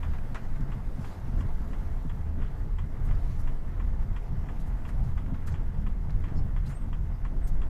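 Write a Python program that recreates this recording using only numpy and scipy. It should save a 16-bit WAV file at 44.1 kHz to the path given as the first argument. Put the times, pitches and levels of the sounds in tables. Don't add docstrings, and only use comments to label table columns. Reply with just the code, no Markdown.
import sys
import numpy as np
from scipy import signal
from scipy.fft import rfft, irfft, next_fast_len
from scipy.io import wavfile
from scipy.ndimage import uniform_filter1d, map_coordinates

SR = 44100
rng = np.random.default_rng(int(sys.argv[2]) if len(sys.argv) > 2 else 0)


def store_wav(level_fs):
    pcm = np.round(np.clip(np.atleast_2d(level_fs), -1, 1) * 32767)
    wavfile.write(sys.argv[1], SR, pcm.T.astype(np.int16))


N = 339129

# frequency in Hz, relative level in dB.
SHAKE_COLOUR = [(7, -40), (12, -11.5), (19, 2.5), (26, -10), (34, -2), (47, -12), (60, -16.5), (90, -40.5)]
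BOOM_COLOUR = [(40, -47), (60, -4.5), (77, 4.5), (95, -1), (125, 0), (160, -6), (200, -17), (300, -50)]
DRONE_COLOUR = [(110, -21.5), (175, -0.5), (200, -1.5), (260, -6.5), (340, -12.5), (450, -20), (700, -24)]
ROAR_COLOUR = [(200, 1), (330, 1.5), (410, 3.5), (450, 1.5), (490, 2.5), (590, -1.5), (680, 3.5), (780, 0),
               (875, 2), (960, -1), (1500, -5), (1850, -7.5), (2130, -8.5), (2260, -15), (3250, -21.5),
               (4000, -30), (8000, -68)]
HISS_COLOUR = [(1500, 0.5), (3500, 3.5), (5200, 2.5), (7000, 0), (9000, -3), (14000, -1)]
TRIM_COLOUR = [(500, -24), (1000, 9), (1500, 0.5), (2000, -3), (2700, -5.5), (3350, -5), (3800, -23),
               (6500, -25), (7600, -17.5), (9000, -38)]
KNOCK_COLOUR = [(400, 3.5), (900, 2.5), (1400, 7), (2000, 1.5), (2600, -4.5), (3300, -12.5), (4500, -18),
                (7000, -20.5), (12000, -40)]
# middle and spread in seconds, then the dB added
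RUMBLE_SWELLS = [(0.116, 0.019, 4, 3.5, 3.5), (0.685, 0.045, 3, 3, 1), (0.93, 0.016, 1, -5, 1.5),
                 (1.155, 0.034, -16, -8, -4), (1.4, 0.066, 5.5, 7.5, 4.5), (1.56, .025, 3, -3.5, -3.5),
                 (2.123, 0.065, 1, -1, -3), (2.414, 0.027, 7.5, 3, 5), (2.63, 0.025, 0, 2, -0.5),
                 (2.723, 0.031, 4.5, -1.5, 0.5), (2.88, 0.027, -5, -5, -4.5), (2.965, 0.019, 1.5, -11, 1),
                 (3.095, 0.062, 7.5, 2.5, 3.5), (3.4, 0.12, 2.5, 2, 1), (3.593, 0.024, -0.5, -9, -2),
                 (4.826, 0.021, 1.5, -3, 3.5), (5.02, 0.05, 8, 7, 2.5), (5.54, 0.025, -11.5, 4.5, 1.5),
                 (5.79, 0.077, 5, 3.5, 0), (5.993, 0.031, 1, -10, -4), (6.33, 0.12, 4.5, 6, 3.5),
                 (6.603, .035, -0.5, -2, -4), (6.69, 0.029, -2, 5, 1.5), (6.953, 0.048, 7.5, -3.5, -1.5),
                 (7.18, 0.026, -7.5, -3, -5.5), (7.294, .02, 1.5, -8, -3), (7.568, 0.13, 6.5, 0.5, 0.5)]
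# time in seconds, relative level of the hum in dB.
ENGINE_PULL = [(0, -37.5), (.13, -28.5), (.27, -52), (1.6, -44.5), (2.1, -40), (2.55, -36), (3.45, -38.5),
               (3.6, -44), (3.85, -39), (4.2, -48), (4.8, -49), (4.9, -36), (5.17, -32.5), (5.9, -43),
               (6.14, -34), (6.55, -37), (7.1, -34), (7.3, -47), (7.69, -44)]
# pitch in Hz, level in dB, middle and spread in seconds.
DRIVETRAIN_TONES = [(205, -44, 5.8, 0.14), (424, -64, 2.07, 0.95), (244.6, -52.5, 5.28, 0.085),
                    (872, -67, 1.8, 1)]
# time in seconds, relative levels of the roar and the hiss in dB.
TYRE_LEVELS = [(0.0, -51, -69.5), (0.92, -52.5, -71.5), (1.12, -50, -70.5), (1.3, -52, -70),
               (1.85, -52, -70), (2.21, -53.5, -73), (2.85, -53.5, -73), (2.96, -52.5, -73),
               (3.23, -53.5, -70.5), (3.75, -52.5, -73.5), (4.3, -53, -73), (4.82, -51.5, -72),
               (5.15, -53, -73), (5.6, -51.5, -73.5), (5.98, -54.5, -74.5), (6.3, -53, -73.5),
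               (7.15, -54, -74.5), (7.69, -54, -73.5)]
# pitch in Hz, relative levels on closing
# and on opening in dB, seconds to fade by 60 dB (called t60 below).
RELAY_TONES = [(764, -8, 1.5, 0.062), (954, 3, 1.5, 0.037), (1055, -6, 2.5, 0.062),
               (1117, 1.5, -0.5, 0.076), (1250, -6, 0.5, 0.097), (1517, -11, -4.5, 0.059),
               (1725, -5, -1.5, 0.055), (1890, -2, -8, 0.056), (2002, -6, -0.5, 0.066),
               (2392, 0.5, -3, 0.036), (2790, -5.5, -13, 0.061), (3160, -6, -24, 0.043),
               (3320, -5.5, -24, 0.039), (7560, -15, -28, .02)]
# start in seconds, level in dB, pitch in Hz.
SUSPENSION_BLOWS = [(0.598, -21, 165), (.632, -32, 290), (.757, -23, 130), (.984, -19.5, 145),
                    (1.283, -22, 152), (1.607, -28, 148), (2.051, -20, 155.5), (3.085, -19, 79.4),
                    (5.02, -27, 129), (5.322, -18.5, 165.6), (5.52, -23, 80), (6.685, -25, 90)]
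# start in seconds, relative level in dB, t60 in seconds.
SHORT_KNOCKS = [(.031, -49, .07), (0.047, -46.5, 0.046), (0.133, -49.5, 0.17), (0.183, -46, 0.04),
                (0.3457, -39.5, 0.07), (0.354, -42, 0.15), (.558, -52, .05), (1.047, -47, .035),
                (3.083, -53.5, 0.13), (3.151, -51, .015), (4.888, -49, 0.083), (5.259, -52.5, 0.055),
                (5.341, -52.5, 0.15), (5.473, -50, .16), (6.096, -48, .025), (6.278, -53.5, .14),
                (6.698, -55, 0.3), (7.246, -50, .08)]
# start in seconds, level in dB, centre frequency in Hz.
HARD_TOUCHES = [(.3455, -55, 8500), (.608, -57, 6200), (3.1515, -56, 4400), (5.473, -54, 7500),
                (5.478, -53, 5200), (6.106, -56, 5200)]
# multiple of the centre frequency, relative level in dB.
TOUCH_COLOUR = [(.4, -22), (.8, -3), (1.05, -2), (1.4, -13), (2.6, -26)]
# loudest moment in seconds, level in dB, rise and fall in seconds,
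# centre frequency in Hz, width in octaves.
SLIDES = [(0.348, -57, 0.002, 0.01, 4000, .8), (1.085, -62.5, 0.094, .065, 3200, 1.2),
          (1.405, -67, .018, .018, 6500, 0.48), (2.43, -59, 0.035, 0.065, 1400, 0.73),
          (3.054, -62, 0.009, .018, 9500, 1.3), (3.331, -66, 0.07, 0.069, 3300, 0.98),
          (3.398, -62, 0.007, .015, 7000, 1.2), (4.604, -62.5, 0.007, .016, 5200, 1.4),
          (4.675, -67, .01, .016, 8000, .9), (4.89, -61, 0.009, .017, 6010, 1),
          (5.045, -69, 0.015, .04, 5600, 0.71), (5.476, -55, 0.0068, 0.015, 6400, 1.15),
          (5.519, -64.5, 0.01, .022, 4800, 0.8), (6.668, -60, 0.007, 0.018, 4100, 1),
          (6.697, -60.5, 0.0091, .02, 5500, 0.93), (7.477, -55.5, 0.005, 0.016, 8000, 2.2)]
# loudest moment in seconds, level in dB, spread in seconds,
# pitch and width in Hz.
SQUEAKY_RUBS = [(6.385, -68, .013, 4300, 150), (6.382, -64.5, .017, 5100, 320),
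                (6.378, -71, .011, 6900, 280), (6.725, -69, .02, 7220, 170), (6.715, -69, .018, 9070, 80),
                (6.766, -60, 0.014, 8400, 25), (6.82, -72, .016, 8400, 25), (7.145, -74, 0.022, 5000, 280),
                (7.454, -62.5, 0.013, 8420, 60)]


def body(shake_db=-30, boom_db=-39, drone_db=-48, jostles_per_s=12):
    def rumble(db, colour, jostle_db, span_s, share):
        gain = amp(db + jostle_db * wobble(jostles_per_s))
        return gain * steady(noise(colour), span_s, share)

    shake_lift, boom_lift, drone_lift = rumble_lift()
    shake = rumble(shake_db + shake_lift, SHAKE_COLOUR, jostle_db=2.5, span_s=0.12, share=0.93)
    boom = rumble(boom_db + boom_lift, BOOM_COLOUR, jostle_db=2.5, span_s=0.1, share=1)
    drone = rumble(drone_db + drone_lift, DRONE_COLOUR, jostle_db=2, span_s=0.09, share=0.23)
    return shake + boom + drone


def rumble_lift():
    return sum(np.outer(lifts, bell(clock() - s, spread)) for s, spread, *lifts in RUMBLE_SWELLS)


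def engine(firing_hz=78.9, wander_hz=1.0, lift_share=0.44):
    t = clock()
    pull_db, = curves(ENGINE_PULL)
    _, boom_lift, _ = rumble_lift()
    pitch = firing_hz + wander_hz * wobble(1.5)
    phase = 2 * np.pi * np.cumsum(pitch) / SR + 0.98 * wobble(10)
    hum_db = pull_db - 4 + lift_share * boom_lift + 4.1 * wobble(9)
    hum = amp(hum_db) * (np.sin(phase) + amp(-23.5) * np.sin(2 * phase))
    for hz, db, middle, spread in DRIVETRAIN_TONES:
        swell = amp(db + 2.6 * wobble(7)) * bell(t - middle, spread)
        hum += swell * np.sin(2 * np.pi * hz * t + 0.9 * wobble(8))
    return np.sqrt(2) * hum


def tyres(lift_share=0.31):
    roar_db, hiss_db = curves(TYRE_LEVELS)
    *_, drone_lift = rumble_lift()
    lumps = wobble(35)
    roar_gain = amp(roar_db - 0.28 + lift_share * drone_lift + 0.5 * lumps + 0.81 * wobble(160))
    roar = roar_gain * patchy(noise(ROAR_COLOUR), depth_db=1.2)
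    hiss_gain = amp(hiss_db + 2.5 + 0.46 * lumps + 0.57 * wobble(300))
    hiss = hiss_gain * patchy(noise(HISS_COLOUR), depth_db=1.35)
    return roar + hiss


def relay(first_s=0.029, blink_s=0.6889, closed_s=0.324, scatter_db=0.5):
    out = np.zeros(N)
    hz, closing_db, opening_db, t60 = np.transpose(RELAY_TONES)[:, :, None]

    def land(s, tone_db, db, trim_db, bounce_s, bounce_db):
        gain = amp(db + scatter_db * rng.standard_normal())
        add(out, s, gain * snap(hz, tone_db, t60, trim_db))
        add(out, s + bounce_s, amp(db + bounce_db) * snap(hz, tone_db, t60, trim_db))

    blinks = np.arange(first_s, N / SR, blink_s)
    blinks[blinks > 6] += 0.01
    for s in blinks:
        land(s, closing_db, db=-42.8, trim_db=-4.8, bounce_s=0.016, bounce_db=-10.5)
        land(s + closed_s, opening_db, db=-42.5, trim_db=-7.8, bounce_s=0.0095, bounce_db=-7)
    return out


def snap(hz, tone_db, t60, trim_db, trim_t60=0.12, attack_s=0.00057, detune=0.0075):
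    t = np.arange(SR // 6) / SR
    pitch = hz * (1 + detune * rng.standard_normal(hz.shape))
    gains = amp(tone_db - 8.7 + 1.3 * rng.standard_normal(hz.shape))
    tones = gains * decay(t, t60) * np.sin(2 * np.pi * (pitch * t + rng.random(hz.shape)))
    trim = amp(trim_db) * decay(t, trim_t60) * noise(TRIM_COLOUR, len(t))
    return onset(t, attack_s) * (tones.sum(axis=0) + trim)


def thumps(upper_ratio=1.5, upper_db=-5, ring_cycles=10, attack_s=0.0047):
    out, t = np.zeros(N), np.arange(SR // 4) / SR
    for s, db, hz in SUSPENSION_BLOWS:
        phase = 2 * np.pi * hz * t
        ring = np.sin(phase) + amp(upper_db) * np.sin(upper_ratio * phase)
        add(out, s, amp(db) * onset(t, attack_s) * decay(t, ring_cycles / hz) * ring)
    return out


def knocks(attack_s=0.0014, faint_db=-58.5, faint_t60=0.066):
    out, t = np.zeros(N), np.arange(SR // 5) / SR
    faint = [(s, faint_db, faint_t60) for s in random_times(per_s=0.56)]
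    for s, db, t60 in SHORT_KNOCKS + faint:
        add(out, s, amp(db + 3.5) * onset(t, attack_s) * decay(t, t60) * noise(KNOCK_COLOUR, len(t)))
    return out


def ticks(crack_t60=0.0061, ring_db=-10, ring_t60=0.05):
    out, t = np.zeros(N), np.arange(SR // 10) / SR
    fade = decay(t, crack_t60) + amp(ring_db) * decay(t, ring_t60)
    for s, db, hz in HARD_TOUCHES:
        colour = [(hz * ratio, level) for ratio, level in TOUCH_COLOUR]
        add(out, s, amp(db) * fade * noise(colour, len(t)))
    return out


def scuffs(slips_per_s=1000, slip_share=0.43, catches_per_s=260):
    out, t = np.zeros(N), np.arange(-SR // 5, SR // 5) / SR
    octave = np.log2(np.fft.rfftfreq(len(t), 1 / SR) + 1)
    faint = [(s, -75, 0.008, 0.008, 6000, 0.6) for s in random_times(per_s=0.6)]
    for s, db, rise, fall, hz, width in SLIDES + faint:
        slips = unit((rng.random(len(t)) < slips_per_s / SR) * rng.choice([-1, 1], len(t)))
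        rub = np.sqrt(slip_share) * slips + np.sqrt(1 - slip_share) * rng.standard_normal(len(t))
        catches = amp(wobble(catches_per_s)[:len(t)])
        rub = patchy(rub * catches, depth_db=3)
        rub = filtered(rub, bell(octave - np.log2(hz), width))
        swell = bell(t, np.where(t < 0, rise, fall))
        add(out, s + t[0], amp(db) * swell * rub)
    return out


def squeaks():
    out, t = np.zeros(N), np.arange(-SR // 10, SR // 10) / SR
    freq = np.fft.rfftfreq(len(t), 1 / SR)
    for s, db, spread, hz, width in SQUEAKY_RUBS:
        song = filtered(rng.standard_normal(len(t)), bell(freq - hz, width))
        add(out, s + t[0], amp(db) * bell(t, spread) * steady(song, span_s=0.004, share=0.85))
    return out


def amp(db):
    return 10 ** (np.asarray(db) / 20)


def unit(x):
    return x / np.sqrt(np.mean(x ** 2) + 1e-20)


def clock():
    return np.arange(N) / SR


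def bell(x, spread):
    return np.exp(-0.5 * (x / spread) ** 2)


def onset(t, attack_s):
    return 1 - np.exp(-t / attack_s)


def decay(t, t60):
    return amp(-60 * t / t60)


def curves(rows):
    times, *columns = np.transpose(rows)
    return [np.interp(clock(), times, column) for column in columns]


def wobble(per_s):
    values = rng.standard_normal(4096)
    coarse = clock()[::32]
    return np.interp(clock(), coarse, map_coordinates(values, [coarse * per_s], mode="wrap"))


def random_times(per_s):
    times = np.cumsum(rng.uniform(0, 2, 64)) / per_s
    return times[times < N / SR]


def noise(colour, size=N):
    padded = next_fast_len(size)
    hz, db = np.transpose(colour)
    log_freq = np.log(np.fft.rfftfreq(padded, 1 / SR) + 1)
    gain = amp(np.interp(log_freq, np.log(hz), db, left=-120, right=-120))
    return unit(irfft(rfft(rng.standard_normal(padded)) * gain, padded)[:size])


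def filtered(x, gain):
    return unit(irfft(rfft(x) * gain, len(x)))


def steady(x, span_s, share):
    power = np.abs(uniform_filter1d(x ** 2, int(span_s * SR))) + 1e-6
    return unit(x / power ** (share / 2))


def patchy(x, depth_db, bands=4, frames=22):
    spectrum = signal.stft(x, nperseg=256)[2]
    swells = uniform_filter1d(rng.standard_normal(spectrum.shape), bands, axis=0)
    swells = unit(uniform_filter1d(swells, frames, axis=1))
    return unit(signal.istft(spectrum * amp(depth_db * swells), nperseg=256)[1][:len(x)])


def add(track, s, sound):
    start = max(round(s * SR), 0)
    part = track[start:start + len(sound)]
    part += sound[:len(part)]


def scene():
    car = body() + engine() + tyres() + relay() + thumps()
    small_sounds = knocks() + ticks() + scuffs() + squeaks()
    return (car + small_sounds)[None]


def record(dry, top_hz=14350, fade_s=0.004):
    padded = next_fast_len(N + SR // 2)
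    fade = np.clip(np.minimum(clock(), clock()[::-1]) / fade_s, 0, 1)
    kept = np.fft.rfftfreq(padded, 1 / SR) < top_hz
    return irfft(rfft(dry * fade, padded) * kept, padded)[..., :N]


dry = scene()
out = record(dry)
store_wav(out)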